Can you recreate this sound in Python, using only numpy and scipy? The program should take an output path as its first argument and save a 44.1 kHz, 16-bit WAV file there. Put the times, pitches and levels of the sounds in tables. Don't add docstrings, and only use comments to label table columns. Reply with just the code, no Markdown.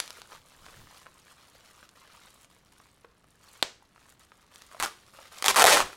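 import sys
import numpy as np
from scipy import signal
from scipy.fft import rfft, irfft, next_fast_len
from scipy.io import wavfile
from scipy.ndimage import map_coordinates

SR = 44100
rng = np.random.default_rng(int(sys.argv[2]) if len(sys.argv) > 2 else 0)


def log_audio(samples):
    frames = np.atleast_2d(samples).T
    limited = np.clip(frames, -1, 1)
    pcm = np.round(limited * 32767).astype(np.int16)
    wavfile.write(sys.argv[1], SR, pcm)


N = 262836


def amp(db):
    return 10 ** (np.asarray(db) / 20)


def unit(x):
    return x / np.sqrt(np.mean(x ** 2) + 1e-20)


def burst(x):
    return x * np.sqrt(SR / 1000 / np.sum(x ** 2))


def along(points, hz):
    point_hz, values = np.transpose(points)
    return np.interp(np.log(hz + 1), np.log(point_hz), values)


def filtered(x, gain):
    padded = next_fast_len(N + SR // 2)
    hz = np.fft.rfftfreq(padded, 1 / SR)
    return irfft(rfft(x, padded) * gain(hz), padded)[:N]


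def noise(colour):
    return unit(filtered(rng.standard_normal(N), lambda hz: amp(along(colour, hz))))


def wobble(rate):
    knots = rng.standard_normal(int(N * rate / SR) + 4)
    return map_coordinates(knots, [np.arange(N) * rate / SR])


def add(track, s, sound):
    part = track[max(round(s * SR), 0):][:len(sound)]
    part += sound[:len(part)]


def crack(colour, ripple_db, bend=0.58, size=1024, count=24):
    hz = np.fft.rfftfreq(size, 1 / SR)
    root_hz = np.sqrt(hz / hz[-1])
    ripple = map_coordinates(rng.standard_normal(count + 1), [count * root_hz], mode="nearest")
    cepstrum = irfft(np.log(amp(along(colour, hz) + ripple_db * ripple)))
    cepstrum[1:size // 2] *= 2
    cepstrum[size // 2 + 1:] = 0
    lag = np.exp(-2j * np.pi * bend * root_hz)
    return burst(irfft(np.exp(rfft(cepstrum)) * lag))


def splinter(colour, span, after_db, count=3):
    sound = crack(colour, ripple_db=2)
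    for delay, strength in rng.random((count, 2)):
        gain = amp(after_db) * (2 * strength - 1)
        add(sound, delay * span, gain * crack(colour, ripple_db=3))
    return burst(sound)


def ring(hz, t60, wrap_db, wrap_hz=1220, size=2048):
    t = np.arange(size) / SR
    body_hz = wrap_hz * np.exp(0.17 * rng.standard_normal())
    patch = np.sin(2 * np.pi * hz * t) / hz
    body = amp(wrap_db) * np.sin(2 * np.pi * body_hz * t) / body_hz
    decay, onset = np.exp(-np.log(1000) * t / t60), 1 - np.exp(-t / 0.000077)
    return burst(np.gradient((patch + body) * decay * onset))


def grains(colour, rate, spread_db, count=24):
    out = np.zeros(N)
    folds = [crack(colour, ripple_db=4, size=512) for _ in range(count)]
    when, strength, pick = rng.random((int(rate * N / SR), 3)).T
    times, gains = when * N / SR, amp(spread_db * strength ** 2)
    for s, gain, k in zip(times.tolist(), gains, (pick * count).astype(int)):
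        add(out, s, gain * folds[k])
    return unit(out)


def texture(colour, sliding, rate, spread_db):
    flips = np.sqrt(1 - sliding) * grains(colour, rate, spread_db)
    return flips + np.sqrt(sliding) * noise(colour)


def shifting(x, response, block):
    out = np.zeros(N)
    for start in range(0, N, block):
        echo = response()
        echo = echo / np.linalg.norm(echo)
        add(out, start / SR, signal.fftconvolve(x[start:start + block], echo))
    return out


# frequency in Hz, relative level in dB per Hz.
FLOOR_COLOUR = [(20, 0), (60, 7.5), (180, 3.5), (350, -1), (1000, -8.5), (3000, -16.5), (9000, -32.5),
                (16000, -37.5)]
# peak time in seconds, rise time constant in seconds, level in dB.
ARM_SWINGS = [(0.381, 0.043, -63), (.65, 0.079, -58.5), (.82, 0.086, -54), (4.82, .04, -54.5),
              (5.49, .02, -51), (5.83, 0.066, -48.5)]
ARM_FALL_S = 0.05


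def background():
    t = np.arange(N) / SR
    swings = np.zeros(N)
    for s, rise, db in ARM_SWINGS:
        swings += amp(db) * np.exp(-((t - s) / np.where(t < s, rise, ARM_FALL_S)) ** 2)
    rumble = noise([(15, -6.0), (40, -5), (110, -9.0), (300, -20), (900, -37.5)])
    return amp(-66.5) * noise(FLOOR_COLOUR) + swings * rumble


MOVE_ATTACK_S, MOVE_RELEASE_S = 0.032, 0.042


def stroke(start, length):
    t = np.arange(N) / SR - start
    return np.clip(1 + t / MOVE_ATTACK_S, 0, 1) * np.exp(-np.maximum(t - length, 0) / MOVE_RELEASE_S)


# start in seconds, length in seconds,
# level in dB before the layer shares, level of the nail ticks over the move in dB.
MOVES = [(0, 0.21, -54, -5), (.24, .06, -64, 4), (0.306, 0.043, -51, -4), (0.472, 0.43, -61, -3),
         (0.637, 0.15, -56, -2), (0.906, 0.093, -56.5, -1.5), (1.049, 0.21, -65.5, -1),
         (1.277, 0.045, -56.5, -1.5), (1.38, 0.47, -60, -3.5), (1.967, 0.078, -60, -8),
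         (2.076, 0.2, -58.5, -5.5), (2.303, 0.13, -62.5, 2.5), (2.512, 0.053, -64, -2),
         (2.68, 0.2, -66, -2), (3.439, 0.16, -58.5, -2.5), (3.964, 0.14, -64, 0), (4.213, 0.018, -63, 0),
         (4.335, 0.12, -65.5, -11), (4.522, 0.13, -58.5, -2), (4.719, 0.13, -54, -2.5),
         (4.926, 0.17, -61.5, -2), (5.151, 0.11, -54.5, -4), (5.329, 0.61, -50.5, -1.5)]
HOLD_DB = -69.5


def effort(levels_db):
    power = amp(HOLD_DB) ** 2
    for (start, length, _, _), db in zip(MOVES, levels_db):
        power = power + (amp(db) * stroke(start, length)) ** 2
    return 10 * np.log10(power)


# frequency in Hz, relative level in dB per Hz.
TICK_COLOUR = [(500, -29), (4000, -23), (7000, 2), (9700, 1.5), (11500, -4), (16000, -14.5)]
# frequency in Hz, relative level in dB per Hz.
FILM_COLOUR = [(200, -13), (1600, -0.5), (2600, 2), (4200, 2), (6500, -4.5), (9500, -13), (12000, -11),
               (16000, -21)]
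# frequency in Hz, relative level in dB per Hz.
CRUMPLE_COLOUR = [(100, -34), (300, -15), (500, -1.5), (800, -3), (1200, 4.5), (1800, -9.5), (2800, -14.5),
                  (6000, -25)]
TICK_DB, CRINKLE_DB, CRUMPLE_DB = -6.5, -3.5, -5.5


def rustle():
    _, _, level_db, nails_db = np.transpose(MOVES)
    move_db, tick_db = effort(level_db), effort(level_db + nails_db)
    sliding = np.interp(move_db, [-68, -58], [.12, .38])
    clumps_db = 1.5 * wobble(40)
    ticks = amp(tick_db + TICK_DB) * texture(TICK_COLOUR, sliding, rate=190, spread_db=25.5)
    crinkle = amp(move_db + CRINKLE_DB) * texture(FILM_COLOUR, sliding, rate=900, spread_db=21.0)
    crumple = amp(move_db + CRUMPLE_DB) * texture(CRUMPLE_COLOUR, sliding, rate=250, spread_db=19)
    return amp(clumps_db) * (ticks + crinkle + crumple)


PATS_PER_S, PAT_HZ = 30, 1264
PAT_DB, PAT_SPREAD_DB = 3.5, 6


def pats():
    out = np.zeros(N)
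    move_db = effort(np.array(MOVES)[:, 2])
    for when, strength, pitch in rng.random((int(PATS_PER_S * N / SR), 3)):
        db = move_db[int(when * N)] + PAT_DB + PAT_SPREAD_DB * (2 * strength - 1)
        pat = ring(PAT_HZ * 2 ** (pitch - .5), t60=.009, wrap_db=-14)
        add(out, when * N / SR, amp(db) * pat)
    return out


# start in seconds, crack level in dB.
CREASES = [(0.0018, -19), (0.078, -37), (0.1056, -33.5), (0.218, -39), (0.6643, -49), (0.975, -47.5),
           (1.8915, -47), (2.446, -49.5), (4.5589, -42), (4.6204, -42), (5.0654, -53.5), (5.3861, -37.5)]
# frequency in Hz, relative level in dB per Hz.
CREASE_COLOUR = [(100, -11), (350, -11), (1300, -5.5), (2500, -1.5), (4000, 3), (6000, -0.5), (8000, -5),
                 (11000, -7), (16000, -24)]
CREASE_RING_DB, CREASE_HZ = -13, 1177


def creases():
    out = np.zeros(N)
    for s, crack_db in CREASES:
        add(out, s, amp(crack_db) * splinter(CREASE_COLOUR, span=0.0011, after_db=-10.5))
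        sheet = ring(CREASE_HZ, t60=0.0035, wrap_db=-21.0)
        add(out, s, amp(crack_db + CREASE_RING_DB) * sheet)
    return out


# start in seconds,
# level in dB before the knock and ring trims, ring pitch in Hz.
TAPS = [(0.2179, -43, 920), (0.321, -37.5, 990), (0.329, -40, 1220), (0.35, -43, 910), (0.6643, -37, 1290),
        (0.685, -38.5, 1150), (0.872, -42.5, 1230), (1.0612, -38.5, 1290), (1.0671, -36.5, 1050),
        (1.829, -39.5, 1360), (2.4463, -46, 1370), (2.801, -42.5, 1130), (2.857, -49, 1160),
        (3.046, -42.5, 470), (3.048, -40, 1350), (3.243, -48.5, 1190), (3.824, -48.5, 860),
        (3.961, -44.5, 1160), (3.979, -45.5, 1180), (4.125, -48.5, 1390), (4.319, -40.5, 1240),
        (4.715, -40, 1450), (4.747, -37.5, 636), (5.188, -39.5, 620), (5.93, -34, 1300)]
# frequency in Hz, relative level in dB per Hz.
KNOCK_COLOUR = [(100, -9), (450, -0.5), (800, 7), (1200, 11), (2000, -9.5), (3000, -9), (7000, -33)]
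TAP_RING_S = 0.013


def taps():
    out = np.zeros(N)
    for s, db, hz in TAPS:
        add(out, s, amp(db - 5) * splinter(KNOCK_COLOUR, span=0.00306, after_db=-3))
        add(out, s, amp(db - 2.5) * ring(hz, t60=TAP_RING_S * 1000 / hz, wrap_db=-6))
    return out


# start in seconds, level in dB.
SNAP = (3.6268, -10.5)


def snap(colour):
    out = np.zeros(N)
    start, db = SNAP
    add(out, start, amp(db) * crack(colour, ripple_db=0, bend=2.5))
    return out


def slip(tear, crack_db, ring_db, hz):
    sound = amp(ring_db - 1) * ring(hz * 0.947, t60=0.01, wrap_db=-20.0, size=1024)
    add(sound, 0, -amp(crack_db + 1.5) * tear)
    return sound


# start in seconds, crack level in dB,
# ring level in dB, ring pitch in Hz, the last three before the trims in slip().
JERKS = [(4.8, -25, -26, 1350), (4.8258, -22.5, -18.5, 1220), (4.86, -30, -21, 1270),
         (5.4246, -22.5, -25, 1240), (5.4432, -20.5, -19.5, 860), (5.4612, -15, -17.5, 845),
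         (5.4825, -9, -14, 1110), (5.545, -26.5, -22.5, 1360), (5.5506, -30, -25, 1030),
         (5.5647, -16, -12, 1120), (5.6226, -13.5, -13.5, 1480), (5.6414, -9.5, -7, 762),
         (5.6454, -19, -7.5, 694), (5.6529, -12, -6, 680), (5.6797, -16, -8.5, 1450),
         (5.7345, -14, -15, 564), (5.772, -17, -9.5, 1153), (5.8037, -19, -11, 1160)]
# start in seconds, end in seconds, crack level in dB, ring level in dB,
# loss of level over the pull in dB, ring pitch in Hz, median rate in slips per second
PULLS = [(4.802, 4.825, -31, -26.5, 13.5, 1190, 460), (4.831, 4.851, -26.5, -25, 4, 1240, 478),
         (4.865, 4.886, -39, -38, 9, 1300, 380), (5.451, 5.473, -26, -25, -1, 940, 400),
         (5.487, 5.513, -19, -19, 3.5, 1160, 374), (5.56, 5.628, -20.5, -16, -4.5, 986, 380),
         (5.6627, 5.723, -15, -13.5, 3, 900, 350), (5.723, 5.756, -15, -14.5, 6, 623, 550),
         (5.7587, 5.83, -20, -17, 9.5, 960, 367)]
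# frequency in Hz, relative level in dB per Hz.
TAPE_COLOUR = [(30, -40), (150, -8), (350, 0), (1200, -8.5), (2300, 6), (5000, 2), (7000, -0.5),
               (9400, -0.5), (10800, -5.5), (13000, -9.5), (16000, -19)]
STICK_SPREAD, PITCH_SPREAD = .35, .25
STICK_DB = 6


def tape(count=80):
    out = np.zeros(N)
    tears = [splinter(TAPE_COLOUR, span=.0008, after_db=-6) for _ in range(count)]
    for s, crack_db, ring_db, hz in JERKS:
        add(out, s, slip(tears[rng.integers(count)], crack_db, ring_db, hz))
    jerk_times = np.array(JERKS)[:, 0]
    for start, end, crack_db, ring_db, fading_db, hz, rate in PULLS:
        stick, pitch = np.clip(rng.standard_normal((2, count)), -2, 2)
        waits = np.exp(STICK_SPREAD * stick) / rate
        times = start + np.cumsum(waits) - waits[0]
        fade_db = fading_db * (times - start) / (end - start)
        swing_db = STICK_DB * STICK_SPREAD * stick - fade_db
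        ring_hz = hz * np.exp(PITCH_SPREAD * pitch)
        for s, db, slip_hz, k in zip(times, swing_db, ring_hz, rng.permutation(count)):
            sound = slip(tears[k], crack_db + db, ring_db + db, slip_hz)
            if s < end and np.abs(s - jerk_times).min() > .0015:
                add(out, s, sound)
    return out


FRESH_DB = 0.5
DULLING_DB_PER_S, DULLING_FROM_S = 24, 5.6


def dulled(x, corner_hz=9000):
    fizz = filtered(x, lambda hz: 1 / (1 + (corner_hz / (hz + 1)) ** 4))
    free_s = np.maximum(np.arange(N) / SR - DULLING_FROM_S, 0)
    fizz_db = FRESH_DB - DULLING_DB_PER_S * free_s
    return x + (amp(fizz_db) - 1) * fizz


def nearby(x, t60, size=1024):
    t = np.arange(size) / SR
    fade = np.exp(-np.log(1000) * t / t60) * (t > .0005)
    return shifting(x, lambda: fade * rng.standard_normal(size), size)


# frequency in Hz, relative level in dB.
ROOM_COLOUR = [(60, -25.5), (250, 5), (550, 2), (1200, -0.5), (2200, 0.5), (4500, 1.5), (8000, -1),
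               (11000, -3), (16000, -1.5)]
# frequency in Hz, 60 dB decay time in seconds.
ROOM_T60 = [(150, 0.6), (600, 0.24), (2000, 0.32), (6000, 0.33), (14000, 0.29)]


def room(x, size=256, count=100):
    hz = np.fft.rfftfreq(size, 1 / SR)[:, None]
    t = np.arange(count) * size / 2 / SR
    fade = amp(along(ROOM_COLOUR, hz)) * np.exp(-np.log(1000) * t / along(ROOM_T60, hz))

    def tail():
        phases = np.exp(2j * np.pi * rng.random(fade.shape))
        return signal.istft(fade * phases, nperseg=size)[1]

    return shifting(x, tail, block=8192)


# frequency in Hz, relative level in dB per Hz.
SNAP_COLOUR = [(60, -22), (450, -5.5), (1800, -7.5), (2600, -10.5), (3400, -1.5), (4400, -3), (5100, -14),
               (6200, -25), (7600, -13.5), (9300, -15), (10200, -31), (13000, -23), (16000, -38)]
# frequency in Hz, relative level in dB per Hz.
SNAP_SPREAD = [(100, -31.5), (500, -2.5), (1500, -1), (2500, -4.5), (3800, -3.5), (5500, -6.5), (8000, -9),
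               (10000, -19), (16000, -31.5)]


def scene():
    handling = rustle() + pats() + creases() + taps()
    peel = dulled(tape())
    direct = handling + snap(SNAP_COLOUR) + peel
    echoes = room(amp(-10.5) * handling + amp(-13.5) * snap(SNAP_SPREAD) + amp(-10.5) * peel)
    scattered = amp(-9) * nearby(direct, t60=0.022)
    return (direct + scattered + echoes + background())[None]


TOP_HZ = 15950


def record(dry):
    held = dry[0] / (1 + np.abs(dry[0] / .95) ** 6) ** (1 / 6)
    return filtered(held, lambda hz: hz < TOP_HZ)[None]


dry = scene()
out = record(dry)
log_audio(out)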